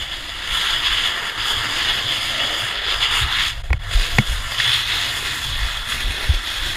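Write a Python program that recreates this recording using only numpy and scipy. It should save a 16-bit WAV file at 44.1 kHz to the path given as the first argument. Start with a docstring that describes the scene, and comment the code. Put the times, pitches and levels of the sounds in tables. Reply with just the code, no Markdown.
"""A hose jet sweeps over a burning car, heard by a mono camera in a closed housing on a helmet.
From the start water roars, drums on metal, sprays and flashes to steam: noise gated by drops, coloured by the
housing's peaks and dips. Air and movement rumble below it as slow-varying low noise.
From 0.9 s slugs of water slap as noise bursts; from 3.2 s bumps thump as swelling low tones.
The level dips briefly at 3.6 and 3.8 s; from 3.7 s knocks ring the shell as decaying modes."""
import sys
import numpy as np
from scipy import signal
from scipy.fft import rfft, irfft
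from scipy.io import wavfile
from scipy.ndimage import uniform_filter1d

SR = 44100
rng = np.random.default_rng(int(sys.argv[2]) if len(sys.argv) > 2 else 0)


def log_audio(samples):
    """Write samples as a 16-bit WAV file to the path given in sys.argv[1]."""
    # one column per channel
    frames = np.atleast_2d(samples).T
    # limit to full scale, then quantise
    limited = np.clip(frames, -1, 1)
    pcm = np.round(limited * 32767).astype(np.int16)
    wavfile.write(sys.argv[1], SR, pcm)


def attenuation_scalar(level_db):
    """Turn a level in dB into a linear amplitude multiplier (20 dB per decade)."""
    decades = np.asarray(level_db, float) / 20
    return 10 ** decades


N = 298116
T = np.arange(N) / SR
HZ = np.fft.rfftfreq(N, 1 / SR) + 1e-3


def unit(x):
    """Scale to rms 1."""
    return x / np.sqrt(np.mean(x ** 2))


def band(x, lo_hz, hi_hz, order=4):
    """Zero-phase band-pass with rounded skirts."""
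    low_skirt = 1 + (lo_hz / HZ) ** (2 * order)
    high_skirt = 1 + (HZ / hi_hz) ** (2 * order)
    return irfft(rfft(x) / np.sqrt(low_skirt * high_skirt), N)


def walk(rate_hz):
    """Random levels held 1 / rate_hz and slewed twice; rms 1."""
    hold = int(SR / rate_hz)
    steps = np.repeat(rng.standard_normal(N // hold + 1), hold)
    return unit(uniform_filter1d(uniform_filter1d(steps, hold), hold)[:N])


def swells(rows, rise_s, fall_s):
    """Summed level changes in dB that rise, hold and fall back."""
    total_db = np.zeros(N)
    for start_s, change_db, hold_s in rows:
        corners_s = np.cumsum([0, rise_s, hold_s, fall_s])
        total_db += change_db * np.interp(T - start_s, corners_s, [0, 1, 1, 0])
    return total_db


# broad slope of the housing: (frequency [Hz], gain [dB])
HOUSING_SLOPE = [(150, -15), (500, -16), (1000, -9), (2000, -4.5), (4000, -15.5), (6000, -19.5),
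                 (9000, -27), (15000, -38)]
# housing peaks and dips: (centre [Hz], width [Hz], gain facing the jet [dB], gain turned away [dB])
HOUSING_PEAKS = [(698, 29, 9, 4.5), (1363, 30, 5, 5.5), (1520, 110, -6, -2.5), (1760, 750, 1.5, 6),
                 (2354, 79, -5.5, -17), (2506, 84, -14, 3.5), (2927, 120, 7.5, -3), (3106, 104, 1, -8.5),
                 (3398, 535, 12.5, 10.5), (4060, 460, -4.5, 4.5), (4590, 110, -3, 2), (4860, 330, 8, -6),
                 (5485, 210, -16, 1), (5934, 580, -12, -11.5), (6200, 130, 3.5, 1), (6980, 210, 9, -3),
                 (8100, 1900, -4.5, -7.5), (9250, 590, 4.5, 4)]
# head turned away from the jet: (time [s], share [0-1])
HEAD_TURN = [(0, 0.31), (1.0, 0.24), (1.7, 0.18), (2.0, 0.45), (2.6, 0.13), (2.8, 0.62), (3.05, 0),
             (3.3, 0.53), (4.3, 0.46), (4.6, 0.44), (4.8, .9), (5.05, 0.53), (5.6, 0.78), (5.9, 0.8),
             (6.1, 0.95), (6.76, 0.77)]


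def housing(x):
    """Minimum-phase filters of the housing, facing and turned away, crossfaded as the head turns."""
    hz = np.fft.rfftfreq(4096, 1 / SR) + 1
    slope_hz, slope_gain_db = np.transpose(HOUSING_SLOPE)
    slope_db = np.interp(np.log(hz), np.log(slope_hz), slope_gain_db)
    away = np.interp(T, *np.transpose(HEAD_TURN))
    out = np.zeros(N)
    for side, share in enumerate([1 - away, away]):
        gain_db = slope_db.copy()
        for row in HOUSING_PEAKS:
            gain_db += row[2 + side] / (1 + (2 * (hz - row[0]) / row[1]) ** 2)
        # folding the cepstrum makes the response causal
        cepstrum = irfft(np.log(attenuation_scalar(gain_db)))
        cepstrum[1:2048] *= 2
        cepstrum[2049:] = 0
        impulse = irfft(np.exp(rfft(cepstrum)))[:2048]
        out += share * signal.oaconvolve(x, impulse)[:N]
    return out


def splashes(per_s, tail_s):
    """Gating by drops: equal sudden rises at random times, each dying away fast; rms 1."""
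    hits = (rng.random(N) < per_s / SR).astype(float)
    return unit(signal.lfilter([1], [1, -np.exp(-1 / (tail_s * SR))], hits))


def patchy(x, lo_hz, hi_hz, slow_db, quick_db):
    """Five slices of the spectrum swell and flicker on their own, as drop sizes and targets change."""
    inner_hz = np.geomspace(lo_hz, hi_hz, num=6)[1:-1]
    spectrum = rfft(x)
    out = np.zeros(N)
    for from_hz, to_hz in zip([0, *inner_hz], [*inner_hz, SR]):
        part = irfft(spectrum * (HZ >= from_hz) * (HZ < to_hz), N)
        out += part * attenuation_scalar(slow_db * walk(7) + quick_db * walk(40))
    return out


# where the jet is aimed: (time [s], spray [dB], landing on metal [dB], heat of the target [dB])
JET_AIM = [(0, -31.5, -3.5, -2), (.44, -29.5, -1, -4.5), (.56, -23.5, 3, 1.5), (.75, -22.5, 2, -2),
           (.87, -23.5, 2.5, -4), (1.02, -24, 0, -3), (1.2, -27, 4.5, -2), (1.4, -25, 3, -4.5),
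           (1.7, -22.5, 2, -1.5), (1.9, -18.5, 1, -2.5), (2.03, -23.5, -2, -2), (2.45, -22.5, 0, -2.5),
           (2.55, -27, 3.5, 2), (2.8, -25, -1.5, -4.5), (3.28, -25, 4, -3), (3.5, -25, -2.5, 1.5),
           (3.57, -36.5, -5, -4.5), (3.69, -44.5, -9, -5), (3.76, -45, -5, -10), (3.88, -37, 2, -2),
           (3.93, -24.5, -3.5, 2), (4.43, -31.5, 0.5, 2.5), (4.56, -22.5, -1.5, -0.5), (5.1, -24.5, -1, 2),
           (5.7, -26, -1, 0), (5.86, -30, -0.5, 3), (6.0, -28.5, -1, 2), (6.76, -25, -2.5, 2)]
# jet surges, or falters when negative: (start [s], change [dB], hold [s])
JET_SURGES = [(0, 3, .01), (.03, -3, .03), (.09, 2, 0.009), (.33, 0.5, 0.022), (.6, 1.5, 0.095),
              (.74, -2.5, .03), (.83, 3.5, 0.21), (1.3, -5, 0.013), (1.39, 3, 0.099), (2.08, 2.5, 0.047),
              (2.86, 5, 0.03), (3.0, 7.5, 0.014), (3.1, 6, 0.085), (3.29, 5, 0.067), (3.38, 6, 0.046),
              (3.99, 2.5, 0.032), (4.12, -1.5, 0.009), (4.21, -1.5, 0.0083), (4.575, 5, 0.11),
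              (4.71, 3, .07), (4.82, -4, 0.011), (4.87, 3.5, .17), (5.23, 3.5, .04), (5.72, -1, 0.064),
              (5.88, 6.5, 0.026), (6.38, -5.5, 0.006), (6.46, 0.5, 0.056)]
# fire flares and is beaten down, and the roar with it: (time [s], change [dB])
FLAME_LEVELS = [(0, -1), (.8, -0.5), (1.5, 3), (2.8, 3), (3.3, -1.5), (3.7, -3), (4.2, 0.5), (4.8, -3.5),
                (5.3, 0.5), (5.7, -2), (6.0, 2), (6.76, 2.5)]
# flashes to steam on hotter metal, or cooler when negative: (start [s], change [dB], hold [s])
STEAM_FLASHES = [(.05, -2, .08), (.5, 2, 0.065), (.66, 1, .07), (1.44, 4.5, 0.075), (2.04, -0.5, .03),
                 (2.12, 3, .15), (2.72, -3.5, 0.11), (3.13, 5, 0.073), (3.22, -1.5, .12), (4.25, 2, .08),
                 (4.7, 1.5, 0.13), (5.1, 2.5, 0.34), (5.74, -1.5, .08), (5.87, 2.5, 0.057), (6.08, 1, .04),
                 (6.35, -3, 0.024)]


def jet():
    """Roar, drumming, spray and steam: bands of noise sharing the surging of the jet and the patter of drops."""
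    usual_db, rise_s, fall_s = -25, 0.024, 0.064
    s, *columns = np.transpose(JET_AIM)
    aim_db, metal_db, heat_db = (np.interp(T, s, column) for column in columns)
    change_db = aim_db + swells(JET_SURGES, rise_s, fall_s) - usual_db
    # dB re spray at the usual jet, plus the share of its changes that each part follows
    roar_db = -16.5 + 0.33 * change_db + np.interp(T, *np.transpose(FLAME_LEVELS))
    drum_db = -4.5 + 0.56 * change_db + metal_db
    steam_db = -12 + 0.58 * change_db + heat_db + swells(STEAM_FLASHES, rise_s, fall_s)
    # (low [Hz], high [Hz], level [dB], patter share, surge [dB], slow patches [dB], quick patches [dB])
    parts = [(154.3, 672, roar_db, 0.29, 0.19, 2.87, 0.37),
             (820, 2035, drum_db, 0.19, 0.53, 1.05, 1.2),
             (2387, 6570, change_db, 0.18, 0.38, 1.3, 1.3),  # spray
             (5310, 16400, steam_db, 0.16, 1.0, 0.53, 1.1)]
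    surge, patter = walk(45), splashes(per_s=250, tail_s=0.0018)
    out = np.zeros(N)
    for lo_hz, hi_hz, level_db, share, surge_db, slow_db, quick_db in parts:
        gate = 1 + share * (patter - 1)
        water = rng.standard_normal(N) * gate * attenuation_scalar(surge_db * surge)
        coloured = band(housing(water), lo_hz, hi_hz, order=6)
        part = patchy(coloured, lo_hz, hi_hz, slow_db, quick_db)
        out += unit(part) * attenuation_scalar(usual_db + level_db)
    return out


# how hard air and wearer move: (time [s], buffeting [dB], shell boom [dB])
RUMBLE_LEVELS = [(0, -34.5, -54.5), (.45, -39.5, -47.5), (.9, -37, -50.5), (1.3, -39.5, -50),
                 (2.0, -39, -39), (2.6, -43, -44.5), (2.9, -34.5, -51.5), (3.5, -31.5, -39),
                 (3.85, -26.5, -37), (4.1, -33.5, -37.5), (4.4, -29, -41), (4.6, -37.5, -35),
                 (5.3, -35.5, -37.5), (5.6, -25, -39.5), (5.83, -34, -48), (6.0, -30, -36.5),
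                 (6.2, -30, -47), (6.5, -36, -51.5), (6.76, -32.5, -41.5)]
# gusts on the port: (start [s], change [dB], hold [s])
AIR_GUSTS = [(0.244, 5, .02), (0.476, 11, 0.032), (.68, 5, .03), (0.856, 7, .04), (1.34, 5, .04),
             (1.5, 8, .05), (1.84, 5, .05), (2.374, 5, 0.034), (2.52, 6, .02), (3.05, 5, 0.033),
             (3.53, 6, 0.035), (4.088, 11, .04), (4.28, 7, 0.035), (4.383, 4, .02), (6.607, 7.5, 0.035)]
# shakes that make the shell boom: (start [s], change [dB], hold [s])
SHELL_SHAKES = [(0, 10.5, .03), (.16, 6, 0.018), (.42, 5, 0.092), (.69, 10, .05), (1.0, 9, .03),
                (1.347, 10.5, 0.027), (1.513, 10, 0.14), (2.03, 6.5, 0.063), (2.38, 2.5, 0.034),
                (2.605, 10, .02), (2.96, 7, .03), (3.192, 18.5, 0.024), (3.838, 7.5, 0.065),
                (5.434, 11, 0.023), (5.7, 6, .03), (6.605, 10.5, .04)]


def rumble():
    """Air buffets the port in gusts; the helmet shell booms near its lowest mode: two bands of low noise."""
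    s, air_db, boom_db = np.transpose(RUMBLE_LEVELS)
    air = rng.standard_normal(N) * attenuation_scalar(2.0 * walk(30))
    shaking = rng.standard_normal(N) * attenuation_scalar(1.15 * walk(25))
    out = np.zeros(N)
    for push, db, rows, lo_hz, hi_hz, order in [(air, air_db, AIR_GUSTS, 16, 40, 2),
                                                (shaking, boom_db, SHELL_SHAKES, 100, 124, 6)]:
        level_db = np.interp(T, s, db) + swells(rows, rise_s=0.03, fall_s=0.085)
        steady_rms = np.std(band(push, lo_hz, hi_hz, order))
        out += band(push * attenuation_scalar(level_db), lo_hz, hi_hz, order) / steady_rms
    # the padding passes little above the boom
    return band(out, 4.4, 125, order=5)


# heavy slaps of water: (time [s], level at onset before the housing [dB])
WATER_SLAPS = [(.9258, 2), (3.0362, 4), (3.386, 4), (5.9215, 1), (4.6002, 10)]


def slaps():
    """A slug of water lands at once: a sharp noise burst with a short tail, through the housing."""
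    gate = np.zeros(N)
    for s, level_db in WATER_SLAPS:
        gate += attenuation_scalar(level_db) * (T >= s) * np.exp(-np.abs(T - s) / 0.0035)
    return band(housing(gate * rng.standard_normal(N)), 1700, 4600, order=2)


# soft bumps on the helmet: (time [s], envelope peak [dB], tone [Hz], rise [s], sign)
HELMET_BUMPS = [(3.225, -16, 65, .012, 1), (4.187, -12, 205, .007, -1), (3.985, -11, 30, .016, -1),
                (3.7045, -7, 66, .008, 1), (3.7385, -14, 100, .005, 1), (3.948, -7, 40, .012, 1),
                (4.186, -4, 125, .005, -1), (5.618, -12, 48, .011, 1), (6.042, -13, 36, .02, 1),
                (6.088, -16, 60, .007, 1), (6.292, -5, 70, .008, 1), (6.333, -15, 36, .018, -1)]


def thumps():
    """A padded blow swings the capsule: a swell and fade on a low tone."""
    out = np.zeros(N)
    for s, peak_db, hz, rise_s, sign in HELMET_BUMPS:
        t = np.maximum(T - s, 0)
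        envelope = t / rise_s * np.exp(1 - t / rise_s)
        out += sign * attenuation_scalar(peak_db) * envelope * np.sin(2 * np.pi * hz * t)
    return out


# the sound drops out briefly: (time [s], depth [dB], width [s])
LEVEL_DIPS = [(3.629, -17, .006), (3.786, -15, .005)]


def dips():
    """Gain with brief bell-shaped dips in dB."""
    return attenuation_scalar(sum(depth_db * np.exp(-((T - s) / width_s) ** 2) for s, depth_db, width_s in LEVEL_DIPS))


# hard knocks on the shell: (time [s], peak [dB], hardness [dB per octave], rattle length [s])
SHELL_KNOCKS = [(3.681, -36, 8, .004), (6.294, -23, -1, .012), (6.335, -26, -1, .012),
                (3.7036, -17, -4, .004), (3.7294, -6.5, 4, .0035), (4.1843, 6, 3, .0035)]
# what the shell rings with: (mode [Hz], level at 1500 Hz tilt pivot [dB], t60 [s])
SHELL_MODES = [(310, -5, 0.072), (383, -4.5, 0.039), (512, -3.5, 0.03), (780, 2.5, 0.0098),
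               (1050, 0.5, 0.012), (1390, -4, 0.013), (1940, 5.5, 0.0085), (2200, 3, 0.027),
               (2480, 2, 0.0041), (2900, -12, .008), (3360, -15, .008), (4560, -20, .008),
               (5830, -24, 0.0042), (6900, -29, .006), (9400, -37, .005)]


def knocks():
    """Contact sustains the shell modes while it rattles, then they ring out; harder contact favours high ones."""
    out, t = np.zeros(N), T[:4000]
    for s, peak_db, hard_db, rattle_s in SHELL_KNOCKS:
        free_s = np.maximum(t - rattle_s, 0)
        roughness = uniform_filter1d(rng.standard_normal(len(t)), size=10)
        chatter = 1 + 0.75 * roughness * (t < rattle_s)
        ring = np.zeros(len(t))
        for hz, mode_db, t60_s in SHELL_MODES:
            gain = attenuation_scalar(mode_db + hard_db * np.log2(hz / 1500))
            decay = np.exp(-np.log(1000) * free_s / t60_s)
            ring += gain * np.sin(2 * np.pi * (hz * t + rng.random())) * decay
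        blow = ring * chatter * np.minimum(t / 0.00056, 1)
        start = int(s * SR)
        out[start:start + len(t)] += attenuation_scalar(peak_db) * blow / np.abs(blow).max()
    return out


def scene():
    """Water through the housing plus all that touches the housing; one capsule on both channels."""
    mono = (jet() + rumble()) * dips() + slaps() + thumps() + knocks()
    return np.array([mono, mono])


def low_pass(x):
    """Removes everything above the highest recorded frequency."""
    return signal.sosfilt(signal.butter(12, 16340, fs=SR, output="sos"), x)


def record(dry):
    """The input stage rounds the loudest peaks and cuts the top."""
    rounded = dry / (1 + np.abs(dry / .9) ** 4) ** (1 / 4)
    top_cut = signal.ellip(12, .3, 70, 15400, fs=SR, output="sos")
    mix = signal.sosfilt(top_cut, rounded)
    return low_pass(mix)


dry = scene()
out = record(dry)
log_audio(out)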